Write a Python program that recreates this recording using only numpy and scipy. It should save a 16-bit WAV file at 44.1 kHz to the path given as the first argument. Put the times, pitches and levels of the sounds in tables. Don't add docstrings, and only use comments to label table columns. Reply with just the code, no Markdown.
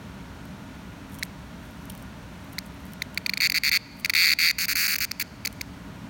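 import sys
import numpy as np
from scipy import signal
from scipy.fft import rfft, irfft
from scipy.io import wavfile

SR = 44100
rng = np.random.default_rng(int(sys.argv[2]) if len(sys.argv) > 2 else 0)


def store_wav(level_fs):
    pcm = np.round(np.clip(np.atleast_2d(level_fs), -1, 1) * 32767)
    wavfile.write(sys.argv[1], SR, pcm.T.astype(np.int16))


def attenuation_scalar(level_db):
    decades = np.asarray(level_db, float) / 20
    return 10 ** decades


N = 268877

# rise in ms, fall in ms, delay of the last ribs in ms, their fall in ms,
# drum pitch in Hz, slack drum pitch in Hz, drum lag in ms, drum fall in ms, crackle lead in ms.
NEAR_STROKE = (.55, .6, 1.5, .9, 4650, 4000, -.2, .85, .45)
FAR_STROKE = (.62, .65, 1.9, .8, 4500, 4350, -.1, .8, .1)
# first stroke in seconds, last in seconds, number of strokes,
# abdomen level in dB.
NEAR_RUNS = [(3.4096, 3.4359, 3, -16.6), (3.4474, 3.4702, 3, -16.1), (3.55, 3.5759, 3, -15.9),
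             (3.636, 3.6919, 5, -16.0), (3.7216, 3.7659, 5, -16.4), (4.1514, 4.1758, 3, -13.5),
             (4.1871, 4.2548, 7, -14.2), (4.2683, 4.2798, 2, -14.2), (4.294, 4.3073, 2, -14.5),
             (4.3199, 4.3199, 1, -16.5), (4.3274, 4.3274, 1, -14.2), (4.3887, 4.4131, 3, -16.4),
             (4.4255, 4.4587, 4, -14.8), (4.472, 4.5097, 4, -15.6), (4.5888, 4.6034, 2, -24.3),
             (4.6151, 4.6376, 3, -23.7), (4.6518, 4.6518, 1, -23.6), (4.6837, 4.7229, 4, -20.8),
             (4.7585, 4.7839, 3, -20.6), (4.7947, 4.8625, 7, -20.0), (4.8802, 4.9434, 6, -20.4),
             (4.9606, 4.9606, 1, -20.9), (5.0057, 5.0425, 4, -22.9), (5.1985, 5.2221, 3, -23.0)]
FAR_RUNS = [(3.4048, 3.4193, 2, -16.6), (3.4303, 3.464, 4, -15.3), (3.5445, 3.5813, 4, -18.1),
            (3.6439, 3.6845, 4, -17.2), (3.7158, 3.7291, 2, -15.1), (3.74, 3.7715, 4, -15.4),
            (4.1553, 4.1928, 4, -14.5), (4.2037, 4.2491, 5, -14.6), (4.2594, 4.317, 5, -14.5),
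            (4.3344, 4.3344, 1, -14.2), (4.3931, 4.4186, 3, -16.5), (4.4305, 4.4884, 6, -15.5),
            (4.5027, 4.5027, 1, -16.5), (4.5848, 4.6427, 6, -25.6), (4.69, 4.7145, 3, -21.6),
            (4.7291, 4.7291, 1, -22.0), (4.755, 4.8545, 10, -22.3), (4.8674, 4.8674, 1, -22.5),
            (4.8842, 4.9362, 5, -23.0), (4.9568, 4.9568, 1, -23.0), (5.0105, 5.0476, 4, -24.0),
            (5.201, 5.2149, 2, -24.0)]
# start in seconds, abdomen level in dB, drum level in dB, rib crackle in dB.
NEAR_CLICKS = [
    (3.0209, -15.5, -28.0, -35.3),
    (3.4994, -16.8, -13.8, -23.7),
    (3.5208, -17.8, -17.9, -26.5),
    (4.0479, -13.8, -16.8, -25.3),
    (4.0976, -13.2, -16.8, -21.6),
    (4.1371, -15.2, -18.6, -28.5),
    (4.9849, -23.8, -30.9, -19.4),
    (5.4553, -23.8, -24.3, -27.6),
]
FAR_CLICKS = [(1.2282, -19.2, -28.2, -39.8), (2.5845, -20.8, -27.2, -37.2), (3.1762, -14.6, -19.3, -33.0),
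              (3.2632, -16.0, -16.0, -31.1), (3.2953, -15.3, -16.1, -29.7), (3.3367, -17.4, -18.9, -33.3),
              (3.3743, -18.4, -21.6, -36.3), (4.058, -15.5, -22.8, -32.8), (4.1017, -13.8, -19.6, -30.9),
              (5.113, -25.3, -25.6, -30.7), (5.4511, -21.7, -27.5, -29.3), (5.4726, -21.8, -23.3, -30.3),
              (5.6118, -22.3, -28.6, -31.9)]
# time in seconds,
# pose (0 limp, 1 waking, 2 tense, 3 open, 4 pinched by the thumb, 5 tired).
POSTURE = [
    (1.2, 0.0),
    (2.6, 0.6),
    (3.0, 1.0),
    (3.2, 1.9),
    (3.385, 2.0),
    (3.42, 3.0),
    (4.53, 3.0),
    (4.575, 4.0),
    (5.06, 4.0),
    (5.45, 5.0),
]
# abdomen pitch in Hz, last ribs' pitch in Hz,
# last ribs' level in dB, snap-back delay in ms, snap-back level in dB.
NEAR_POSES = [(2140, 2100, -20, 3.2, -22), (2250, 1600, -12, 3.08, -20), (2300, 1880, -8, 2.8, -24),
              (2416, 1710, -7.5, 3.3, -23.5), (2250, 1800, -6, 3.3, -18.5)]
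FAR_POSES = [(1970, 2300, -8, 4.5, -17.5), (2100, 2300, -12, 3.6, -20), (2245, 2520, -7.5, 3.6, -23.5),
             (2305, 1840, -11.5, 3.0, -23.5), (2290, 1606, -4, 3.5, -19.5), (2300, 2000, -6.5, 3.0, -19.5)]
# warm drum level in dB, added when cold in dB,
# rib crackle relative to the abdomen in dB.
NEAR_VOICE = [(-8, -4, -9.5), (-15.5, 0, 1), (-22, -2, -1.5)]
FAR_VOICE = [(-7.3, -4, -14), (-11, -0.5, -2), (-7, -6, 1)]
BELLY_NOISE = [(1.4,), (-3.5,), (.1,)]
# pitch in Hz, level in dB.
RIB_RING = [(12900, -5.5), (13800, -3), (15400, -7), (16150, -1)]
# frequency in Hz, width in Hz, level in dB.
BELLY_MODES = [(1406, 156, -1), (3116, 160, -8), (3744, 470, 2)]
RIB_MODES = [(5200, 250, -28), (6600, 1700, -3.5), (7570, 160, 2.5), (8200, 1100, -8.5), (10100, 930, -4),
             (11070, 700, -5.5), (13000, 650, -3.5), (14000, 350, -9), (15300, 700, 0), (16000, 500, -7)]
NEAR_SNAP = [(2300, 440, -12.5), (4890, 490, 3.5), (6330, 320, 2.5), (7040, 270, 2), (9630, 480, -4.5),
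             (12300, 1000, -5.5), (14100, 790, -8), (16000, 900, -2)]
FAR_SNAP = [(2300, 550, -3), (3780, 1100, -7.5), (4730, 630, 4), (6480, 400, -2), (7200, 310, -4.5),
            (8540, 600, -9), (10840, 930, -6), (12700, 740, -10.5), (14200, 900, -8), (16100, 900, -14)]
# frequency in Hz, width in Hz, depth in dB.
WING_SHADOW = (14650, 300, -7)
# start in seconds, peak level in dB, pitch in Hz.
TICKS = [(0.4534, -41.5, 8640), (1.0979, -44, 9770), (1.1218, -39, 12900), (1.143, -34, 13500),
         (1.1504, -35.5, 10800), (1.1864, -31, 12900), (1.193, -34, 9240), (1.2505, -38, 10100),
         (1.7094, -42, 11600), (1.8542, -36, 12100), (1.8976, -29, 10800), (1.9004, -26, 8640),
         (1.9034, -33, 11500), (1.9205, -37, 15000), (1.9504, -32.5, 15400), (1.9764, -37, 9690),
         (2.0243, -36.5, 8620), (2.2283, -49, 8070), (2.4443, -44, 13100), (2.5304, -37, 13000),
         (2.6633, -37, 9800), (2.7432, -44, 15000), (2.8025, -47, 13200), (2.8534, -41, 14400),
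         (2.8654, -40, 16000), (2.9203, -41, 8250), (2.934, -31, 15000), (3.145, -31, 7440),
         (3.9975, -33, 7990), (5.5265, -33, 8250)]
# moment of letting go in seconds, build-up in seconds, level in dB.
DRAGS = [(1.146, 0.027, -53), (1.19, 0.0081, -52), (1.245, 0.019, -51), (1.65, .03, -61), (1.8, .12, -64),
         (1.99, .07, -63), (2.026, .007, -54), (2.48, .1, -66), (2.534, .006, -46), (2.668, .025, -59),
         (2.87, .07, -63), (2.94, 0.031, -62), (3.98, .05, -64), (4.004, .009, -49), (5.55, .04, -62),
         (5.622, .003, -50)]
# frequency in Hz, density in dB per Hz.
AIR = [(20, -29), (58, -1), (265, -3.5), (330, -10.5), (593, -16.5), (1460, -15), (6030, -29),
       (17000, -46.5)]
# frequency in Hz, width in Hz, height in dB.
FAN = [(64.5, 28, 5.5), (115, 14, 2.5), (185.7, 51.5, 8), (279.4, 15.2, 9.5), (620, 86, 7.5),
       (933, 143, 5.5), (1437, 14, 10)]
# frequency in Hz, width in Hz, depth in dB.
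MIC_DIPS = [(4940, 390, -5.5), (7530, 750, -2), (10780, 390, -7)]

WARM_UP_S = 0.028
DRUM_FOLLOWS = 0.42
PAUSE_S = .025
LEAD_S = .003
KNOCK_DB, KNOCK_GROWTH = -45.5, 1.5
LET_GO = 0.52
AIR_DB, DUCK_FROM_DB, DUCK_SHARE, DUCK_S = -40.5, -31.5, 0.55, .2
ROOM_T60_S, ROOM_DB, ROOM_CUT_HZ = 2.2, -29.5, 7100
HISS_DB = -66
CUTOFF_HZ, PEAK_LIMIT = 16530, .68


def cicada():
    near = drum(strokes(NEAR_RUNS, NEAR_CLICKS, NEAR_VOICE), NEAR_STROKE, NEAR_POSES)
    far = drum(strokes(FAR_RUNS, FAR_CLICKS, FAR_VOICE), FAR_STROKE, FAR_POSES)
    tone, shake, rattle = near[:3] + far[:3]
    noisy = resonate(shake, BELLY_MODES) + resonate(rattle, RIB_MODES)
    noisy += resonate(near[3], NEAR_SNAP) + resonate(far[3], FAR_SNAP)
    body = tone + filtered(noisy, 2, 1150, "high")
    return dip(body, *WING_SHADOW)


def drum(rows, stroke, poses):
    rise, fall, tail_ms, tail_fall, drum_hz, slack_hz, drum_lag, drum_fall, crackle_lead = stroke
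    luck = rng.standard_normal((9, len(rows), 1))
    time_luck, pitch_luck, level_luck, skin_pitch_luck, phase_luck = luck[:5]
    skin_luck, snap_time_luck, snap_luck, tail_luck = luck[5:]
    s = rows[:, 0] + .00014 * time_luck[:, 0]
    abdomen_db, skin_db, crackle_db = rows[:, [1]], rows[:, [2]], rows[:, [3]]
    main_hz, tail_hz, tail_db, snap_ms, snap_db = np.array(in_pose(poses, s))[:, :, None]
    ms = np.arange(440) / SR * 1000 - 1000 * LEAD_S
    peak = [round(LEAD_S * SR)]

    late = 1 / (1 + np.exp((0.57 * tail_ms - ms) / 0.058))
    abdomen_hz = (main_hz + (tail_hz - main_hz) * late) * (1 + 0.022 * pitch_luck)
    phase = 2 * np.pi * np.cumsum(abdomen_hz, axis=1) / SR
    phase -= phase[:, peak]
    lobes = swell(ms, rise, fall) + attenuation_scalar(tail_db + tail_luck) * swell(ms - tail_ms, 0.41, tail_fall)
    abdomen = attenuation_scalar(abdomen_db + 2.0 + .5 * level_luck) * lobes * np.cos(phase)

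    tension = (main_hz / 2300) ** .7
    skin_hz = (drum_hz + (slack_hz - drum_hz) * late) * tension * (1 + 0.013 * skin_pitch_luck)
    turn = 2 * np.pi * np.cumsum(skin_hz, axis=1) / SR
    turn += 1.2 + .3 * phase_luck - turn[:, peak]
    skin = attenuation_scalar(skin_db + 2.5 + 0.24 * skin_luck) * swell(ms - drum_lag, rise, drum_fall) * np.cos(turn)

    starts = rng.uniform(0, 2 * np.pi, (len(RIB_RING), 1, 1))
    starts = starts + .5 * rng.standard_normal((len(RIB_RING), len(rows), 1))
    zing = 0
    for (hz, db), start in zip(RIB_RING, starts):
        zing = zing + attenuation_scalar(db) * np.cos(2 * np.pi * hz * ms / 1000 + start)
    zing = zing * attenuation_scalar(crackle_db + 1.5) * swell(ms + crackle_lead, .3, .4)

    spurts = swell(ms, 1.0, 1.83) * rng.standard_normal(phase.shape) * (1 + 0.59 * np.cos(phase))
    shake = attenuation_scalar(abdomen_db - 3.5 + in_pose(BELLY_NOISE, s)[0][:, None]) * spurts
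    rattle = attenuation_scalar((abdomen_db + crackle_db) / 2 - 3.0) * spurts

    out = ms - snap_ms + .3 - .08 * snap_time_luck
    crackle = swell(out, .12, .75) * rng.standard_normal(phase.shape)
    snap = attenuation_scalar(snap_db + 10.0 + 1.4 * snap_luck) * (3 * swell(out, .012, .012) + .6 * crackle)
    return np.array([lay(part, s - LEAD_S) for part in (abdomen + skin + zing, shake, rattle, snap)])


def strokes(runs, clicks, voice):
    buzz = [(s, db) for first, last, n, db in runs for s in np.linspace(first, last, n)]
    s, db = np.transpose(buzz)
    after_pause = np.diff(s, prepend=0) > PAUSE_S
    since = s - np.maximum.accumulate(s * after_pause)
    warm_db, cold_db, crackle_db = in_pose(voice, s)
    drum_db = DRUM_FOLLOWS * db + warm_db + cold_db * np.exp(-since / WARM_UP_S)
    return np.vstack([clicks, np.transpose([s, db, drum_db, db + crackle_db])])


def in_pose(poses, s):
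    first = POSTURE[-1][1] + 1 - len(poses)
    numbered = [(first + k, *row) for k, row in enumerate(poses)]
    return in_time(numbered, in_time(POSTURE, s)[0])


def fingers():
    s, db, hz = np.transpose(TICKS)
    ms = np.arange(300) / SR * 1000
    noise = rng.standard_normal((len(s), len(ms)))
    ring = .5 * np.sin(2 * np.pi * hz[:, None] * ms / 1000)
    ticks = lay(attenuation_scalar(db[:, None] - 3.0) * swell(ms - 1, 0.39, 0.69) * (ring + noise), s)
    knock_db = KNOCK_DB + KNOCK_GROWTH * (db + 32.5)
    thumps = lay(attenuation_scalar(knock_db[:, None] + 19.0) * swell(ms - 1, 0.027, 0.026), s)
    knocks = resonate(thumps, [(3030, 370, 3.4), (5760, 550, 0.054)])
    t = np.arange(N) / SR
    level = sum(attenuation_scalar(drag_db + 2.5) * swell(t - at, build, LET_GO * build) for at, build, drag_db in DRAGS)
    clumps = attenuation_scalar(5.8 * np.repeat(rng.standard_normal(N // 128 + 1), 128)[:N])
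    drag = level * rms_one(clumps * rng.standard_normal(N))
    return knocks + filtered(ticks + drag, 2, [7500, 15500], "band")


def room(x):
    t = np.arange(SR) / SR
    tail = rng.standard_normal(SR) * attenuation_scalar(-60 * t / ROOM_T60_S) * np.clip((t - .004) / 0.028, 0, 1)
    tail = filtered(tail, 3, ROOM_CUT_HZ, "low")
    return signal.fftconvolve(x, tail / np.linalg.norm(tail))[:N]


def air(insect):
    hz = np.fft.rfftfreq(N, 1 / SR) + 1
    air_hz, air_db = np.transpose(AIR)
    db = np.interp(np.log(hz), np.log(air_hz), air_db)
    for centre_hz, width_hz, hump_db in FAN:
        db += hump_db / (1 + (2 * (hz - centre_hz) / width_hz) ** 2)
    noise = rms_one(irfft(rfft(rng.standard_normal(N)) * attenuation_scalar(db), N))
    keep = np.exp(-1 / (DUCK_S * SR))
    loudness = signal.lfilter([1 - keep], [1, -keep], insect ** 2) / attenuation_scalar(2 * DUCK_FROM_DB)
    return attenuation_scalar(AIR_DB) * (1 + loudness) ** (-DUCK_SHARE / 2) * noise


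def hiss():
    return attenuation_scalar(HISS_DB) * rms_one(filtered(rng.standard_normal(N), 2, 8000, "high"))


def rms_one(x):
    return x / np.sqrt(np.mean(x ** 2) + 1e-20)


def in_time(rows, s):
    t, *columns = np.transpose(rows)
    return [np.interp(s, t, c) for c in columns]


def swell(time, rise, fall):
    return np.exp(-.5 * (time / np.where(time < 0, rise, fall)) ** 2)


def lay(grains, s):
    length = grains.shape[1]
    track = np.zeros(N + length)
    first = np.round(s * SR).astype(int)
    np.add.at(track, first[:, None] + np.arange(length), grains)
    return track[:N]


def filtered(x, order, hz, kind):
    return signal.sosfilt(signal.butter(order, hz, kind, fs=SR, output="sos"), x)


def resonate(x, modes):
    out = 0
    for k, (hz, width_hz, db) in enumerate(modes):
        r = np.exp(-np.pi * width_hz / SR)
        a = [1, -2 * r * np.cos(2 * np.pi * hz / SR), r * r]
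        b = [(1 - r * r) / 2, 0, (r * r - 1) / 2]
        out = out + (-1) ** k * attenuation_scalar(db) * signal.lfilter(b, a, x + 1e-18)
    return out


def dip(x, hz, width_hz, db):
    return x - (1 - attenuation_scalar(db)) * resonate(x, [(hz, width_hz, 0)])


def scene():
    insect = cicada()
    return (insect + attenuation_scalar(ROOM_DB) * room(insect) + fingers() + air(insect) + hiss())[None]


def band_limit(x):
    return signal.sosfilt(signal.butter(12, 17660, fs=SR, output="sos"), x)


def record(dry):
    for hz, width_hz, db in MIC_DIPS:
        dry = dip(dry, hz, width_hz, db)
    rounded = PEAK_LIMIT * np.tanh(dry / PEAK_LIMIT)
    top_cut = signal.firwin(901, CUTOFF_HZ, width=180, fs=SR)
    mix = signal.fftconvolve(rounded, [top_cut], "same")
    return band_limit(mix)


dry = scene()
out = record(dry)
store_wav(out)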